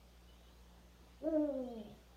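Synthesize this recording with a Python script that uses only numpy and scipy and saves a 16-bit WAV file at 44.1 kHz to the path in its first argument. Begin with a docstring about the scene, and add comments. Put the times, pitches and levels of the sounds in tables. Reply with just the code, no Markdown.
"""A motor hums over air and microphone hiss: wavering sine lines on coloured noise.
Small birds twitter far outside, early on and again around the hoot: short gliding whistles.
An eagle owl hoots once from the doorway of a wooden barn: clean partials on a pitch that jumps up and sags,
then breaks into a breathy creak. Echoes swell and thin the partials as the pitch slides through them."""
import sys
import numpy as np
from scipy import signal
from scipy.fft import rfft, irfft
from scipy.io import wavfile
from scipy.ndimage import uniform_filter1d

SR = 44100
rng = np.random.default_rng(int(sys.argv[2]) if len(sys.argv) > 2 else 0)


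def store_wav(level_fs):
    """Save 16-bit WAV to argv[1]."""
    pcm = np.round(np.clip(np.atleast_2d(level_fs), -1, 1) * 32767)
    wavfile.write(sys.argv[1], SR, pcm.T.astype(np.int16))


def gain_from_db(level_db):
    """Convert decibel levels to linear amplitude factors (20 dB per decade)."""
    decades = np.asarray(level_db, float) / 20
    return 10 ** decades


N = 95564

# motor hum lines: f/Hz, mean level/dB rms
HUM_LINES = [(59.2, -63), (118.4, -78.5), (177.6, -73)]
HUM_WAVER_DB, HUM_WAVER_HZ = 0.73, 2.8

# spectrum of air and hiss: f/Hz, relative density/dB
FLOOR_SPECTRUM = [(25, -27), (42, 0.5), (75, 2), (100, -7), (140, -5.5), (300, -5.5), (700, -8.5),
                  (1000, -13), (2000, -18), (3500, -17.5), (5000, -21.5), (6500, -22.5), (7600, -28.5),
                  (9000, -27), (10500, -31.5), (11500, -28), (15600, -30)]
FLOOR_DB, PATCH_DB = -66, 1.38
SWELL_DB, SWELL_HZ = -0.06, 4.7

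# far bird notes: start t/s, length t/s, start f/Hz, end f/Hz, level before flutter/dB
BIRD_NOTES = [(.275, 0.056, 2950, 3005, -78.5), (.315, 0.035, 3650, 3400, -88),
              (.335, .025, 2940, 3330, -75), (.365, .03, 3720, 3750, -82), (.37, 0.027, 2780, 2500, -81),
              (.395, 0.052, 3850, 3910, -83), (.455, 0.027, 3860, 3860, -84), (.51, .03, 3900, 4080, -85),
              (1.285, 0.045, 5740, 6230, -83.5), (1.635, 0.048, 3150, 3210, -79),
              (1.675, 0.029, 3807, 4040, -77), (1.70, 0.066, 4302, 4280, -78.5),
              (1.70, 0.09, 3246, 3236, -76), (1.775, 0.022, 2580, 2500, -75.5),
              (1.785, 0.029, 2993, 3220, -72), (1.83, 0.049, 3330, 2990, -77),
              (1.835, 0.04, 2500, 2853, -81), (1.86, .045, 3300, 3530, -78.5),
              (1.875, .03, 3020, 2694, -81), (1.95, 0.024, 3180, 3145, -85)]
# bursts of quick chirps: start t/s, length t/s, lowest start f/Hz, highest start f/Hz, level before flutter/dB
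CHATTER_BURSTS = [(0.332, .15, 2633, 3686, -85.5), (1.768, .14, 2500, 3686, -85)]
CHIRPS_PER_BURST, CHIRP_S, CHIRP_GLIDE = 28, 0.014, 0.15  # glide: largest fraction of start pitch
FLUTTER, FLUTTER_HZ = 0.6, 110  # flutter: rms fraction of amplitude
WOODS_DB, WOODS_T60_S = -1, 0.4

# the hoot: t/s, pitch f/Hz, effort level/dB
HOOT_CURVE = [(1.2, 241.3, -78.5), (1.226, 266.5, -56.5), (1.245, 291.3, -43.5), (1.263, 312.5, -45),
              (1.284, 323.7, -35), (1.304, 333.2, -55), (1.33, 319.6, -40.5), (1.369, 300.1, -36),
              (1.42, 299.3, -43), (1.47, 288.7, -43.5), (1.519, 266.2, -44), (1.58, 261.9, -44.5),
              (1.649, 242, -53), (1.719, 234.7, -51.5), (1.78, 217.8, -53.5), (1.82, 201.3, -57),
              (1.848, 181, -73)]
# partials of the syrinx: multiple of pitch, level re effort/dB
SYRINX_PARTIALS = [(1, 1), (2, -7), (3, -11), (4, -9), (5, -11), (6, -22), (7, -26.5), (8, -27.5)]
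# swollen throat's colour on the tone: f/Hz, gain/dB
SAC_GAIN = [(200, 4), (300, -4.5), (450, 3.5), (600, 11), (750, -6), (900, -12), (970, -16), (1150, -24),
            (1600, -18.5), (2400, -22)]
JITTER, JITTER_HZ = 0.001, 40  # jitter: rms fraction of pitch
# fast wavering of partial strength (rms fraction), worst as the tone starts
SHIMMER, ONSET_SHIMMER, SHIMMER_HZ, SETTLE_S = 0.04, 0.55, 80, 0.05
AIR_DB = -38  # breath riding on the tone, re effort
# extra puffs of breath: start t/s, length t/s, level/dB
BREATH_PUFFS = [(1.218, 0.041, -58.5), (1.835, .11, -60.5)]
# colour of breath in the throat: f/Hz, relative density/dB
THROAT_SPECTRUM = [(59, -30), (100, -5.5), (304, -6), (356, 0.5), (422, -3), (1040, -20.5), (1290, -41),
                   (1500, -30.5), (1950, -68.5), (3300, -120)]
# closing creak: start t/s, length t/s, start f/Hz, end f/Hz, level/dB
CREAK_GLIDE = (1.855, .105, 148, 136, -62)
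CREAK_JITTER, CREAK_JITTER_HZ = 0.03, 70  # jitter: rms fraction of pitch
CREAK_PARTIALS, CREAK_TILT = 5, 0.5  # partial k has amplitude k ** -tilt

# echoes from floor, door frame and walls: delay t/ms, level/dB, sign
BARN_ECHOES = [(2.6, -14.5, 1), (5.105, -14, -1), (6.93, -16.5, 1), (9.69, -11.5, 1), (12.47, -8, 1),
               (14.54, -22.5, -1), (17.88, -14, 1), (19.585, -7.5, 1), (24.92, -16.5, -1), (26.826, -10, 1),
               (29.13, -23.5, -1), (31.435, -15, -1), (33.61, -13, 1), (35.92, -17.5, 1), (37.69, -16, -1),
               (43.7, -21.5, 1), (67.66, -15, 1), (95.33, -13, 1)]
DIRECT_DB = 0.5
TAIL_DB, TAIL_T60_S, TAIL_TOP_HZ = -6.5, 0.61, 2500


def evened(x):
    """Scales to rms 1."""
    return x / np.sqrt(np.mean(x ** 2) + 1e-20)


def add(mix, start_s, sound):
    """Mixes a sound in at a time, cut at the end of the mix."""
    part = mix[round(start_s * SR):][:len(sound)]
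    part += sound[:len(part)]


def coloured(spectrum):
    """Noise of rms 1 with a spectrum interpolated on a log-frequency axis."""
    hz = np.fft.rfftfreq(N, 1 / SR)
    point_hz, point_db = np.transpose(spectrum)
    gain = gain_from_db(np.interp(np.log(hz + 1), np.log(point_hz), point_db, left=-80))
    return evened(irfft(rfft(rng.standard_normal(N)) * gain, N))


def drift(rate_hz):
    """Slow chance of rms 1: noise under a Gaussian low-pass, without its mean."""
    hz = np.fft.rfftfreq(N, 1 / SR)
    lowpass = np.exp(-(hz / rate_hz) ** 2) * (hz > 0)
    return evened(irfft(rfft(rng.standard_normal(N)) * lowpass, N))


def tail(x, t60_s):
    """Diffuse echoes: dense random taps dying away, energy 1."""
    t = np.arange(SR) / SR
    build_up = np.minimum(t / 0.0071, 1)
    taps = rng.standard_normal(SR) * gain_from_db(-60 * t / t60_s) * build_up
    return signal.fftconvolve(x, taps / np.linalg.norm(taps))[:N]


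def swell(t, start_s, length_s):
    """One quick rise and slower fall."""
    return np.sin(np.pi * np.clip((t - start_s) / length_s, 0, 1) ** 0.38)


def hum():
    """Motor hum: sine lines, each wavering in level."""
    t = np.arange(N) / SR
    out = np.zeros(N)
    for hz, db in HUM_LINES:
        level = np.sqrt(2) * gain_from_db(db + HUM_WAVER_DB * drift(HUM_WAVER_HZ))
        out += level * np.sin(2 * np.pi * (hz * t + rng.random()))
    return out


def background():
    """Air and hiss: coloured noise with faint time-frequency patches and a slow swell."""
    z = signal.stft(coloured(FLOOR_SPECTRUM), nperseg=1024)[2]
    patches = uniform_filter1d(rng.standard_normal(z.shape), 10, axis=0)
    patches = evened(uniform_filter1d(patches, 8, axis=1))
    noise = signal.istft(z * gain_from_db(PATCH_DB * patches), nperseg=1024)[1][:N]
    return evened(noise) * gain_from_db(FLOOR_DB + SWELL_DB * drift(SWELL_HZ))


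def chatter_notes():
    """Random chirps in each burst: chance time, pitch and glide up or down."""
    notes = []
    for start_s, length_s, low_hz, high_hz, db in CHATTER_BURSTS:
        for when, place, glide in rng.random((CHIRPS_PER_BURST, 3)):
            from_hz = low_hz + (high_hz - low_hz) * place
            to_hz = from_hz * (1 + CHIRP_GLIDE * (2 * glide - 1))
            notes.append((start_s + length_s * when, CHIRP_S, from_hz, to_hz, db))
    return notes


def birds():
    """Gliding sine whistles with a common flutter, smeared by echoes among the trees."""
    out = np.zeros(N)
    for start_s, length_s, from_hz, to_hz, db in list(BIRD_NOTES) + chatter_notes():
        u = np.linspace(0, 1, round(length_s * SR))
        whistle = np.sin(2 * np.pi * np.cumsum(from_hz + (to_hz - from_hz) * u) / SR)
        envelope = np.minimum(1, 4 * np.sin(np.pi * u))
        add(out, start_s, np.sqrt(2) * gain_from_db(db) * envelope * whistle)
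    out *= 1 + FLUTTER * drift(FLUTTER_HZ)
    return out + gain_from_db(WOODS_DB) * tail(out, WOODS_T60_S)


def hoot_tone(t, pitch_hz):
    """Syrinx partials on one jittered phase, weighted by the throat at their moving pitch."""
    sac_hz, sac_db = np.transpose(SAC_GAIN)
    turns = np.cumsum(pitch_hz * (1 + JITTER * drift(JITTER_HZ))) / SR
    since_onset_s = np.maximum(t - HOOT_CURVE[0][0], 0)
    waver = SHIMMER + ONSET_SHIMMER * np.exp(-since_onset_s / SETTLE_S)
    tone = np.zeros(N)
    for k, db in SYRINX_PARTIALS:
        throat_db = np.interp(np.log(k * pitch_hz), np.log(sac_hz), sac_db)
        strength = np.sqrt(2) * gain_from_db(db + throat_db) * (1 + waver * drift(SHIMMER_HZ))
        tone += strength * np.cos(2 * np.pi * k * turns)
    return tone


def breath(t, effort):
    """Throat-coloured noise that follows the effort, plus separate puffs."""
    level = effort * gain_from_db(AIR_DB)
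    for start_s, length_s, db in BREATH_PUFFS:
        level = level + gain_from_db(db) * swell(t, start_s, length_s)
    return level * coloured(THROAT_SPECTRUM)


def creak(t):
    """The breaking voice: a low harmonic tone with rough pitch."""
    start_s, length_s, from_hz, to_hz, db = CREAK_GLIDE
    glide_hz = np.interp(t, [start_s, start_s + length_s], [from_hz, to_hz])
    turns = np.cumsum(glide_hz * (1 + CREAK_JITTER * drift(CREAK_JITTER_HZ))) / SR
    voice = sum(np.cos(2 * np.pi * k * turns) / k ** CREAK_TILT for k in range(1, CREAK_PARTIALS + 1))
    return gain_from_db(db) * swell(t, start_s, length_s) * evened(voice)


def owl():
    """The hoot: tone driven by effort, breath on and around it, and a closing creak."""
    t = np.arange(N) / SR
    curve_s, curve_hz, curve_db = np.transpose(HOOT_CURVE)
    pitch_hz = uniform_filter1d(np.interp(t, curve_s, curve_hz), size=400)
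    effort = gain_from_db(np.interp(t, curve_s, curve_db, left=-120, right=-120))
    effort = uniform_filter1d(effort, size=300)
    return effort * hoot_tone(t, pitch_hz) + breath(t, effort) + creak(t)


def barn(x):
    """Direct sound and single echoes as delays in phase, plus a dull diffuse tail."""
    hz = np.fft.rfftfreq(N, 1 / SR)
    response = gain_from_db(DIRECT_DB)
    for delay_ms, db, sign in BARN_ECHOES:
        response = response + sign * gain_from_db(db) * np.exp(-2j * np.pi * hz * delay_ms / 1000)
    dull = signal.lfilter(*signal.butter(1, TAIL_TOP_HZ, fs=SR), tail(x, TAIL_T60_S))
    return irfft(rfft(x) * response, N) + gain_from_db(TAIL_DB) * dull


def scene():
    """Hum, air and birds, with the owl in the barn; one channel."""
    return (hum() + background() + birds() + barn(owl()))[None]


def top_cut(x):
    """Nothing passes above the cut-off."""
    return signal.sosfilt(signal.butter(12, 15660, fs=SR, output="sos"), x)


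def record(dry):
    """Takes the finished mix to the output."""
    return top_cut(dry)


dry = scene()
out = record(dry)
store_wav(out)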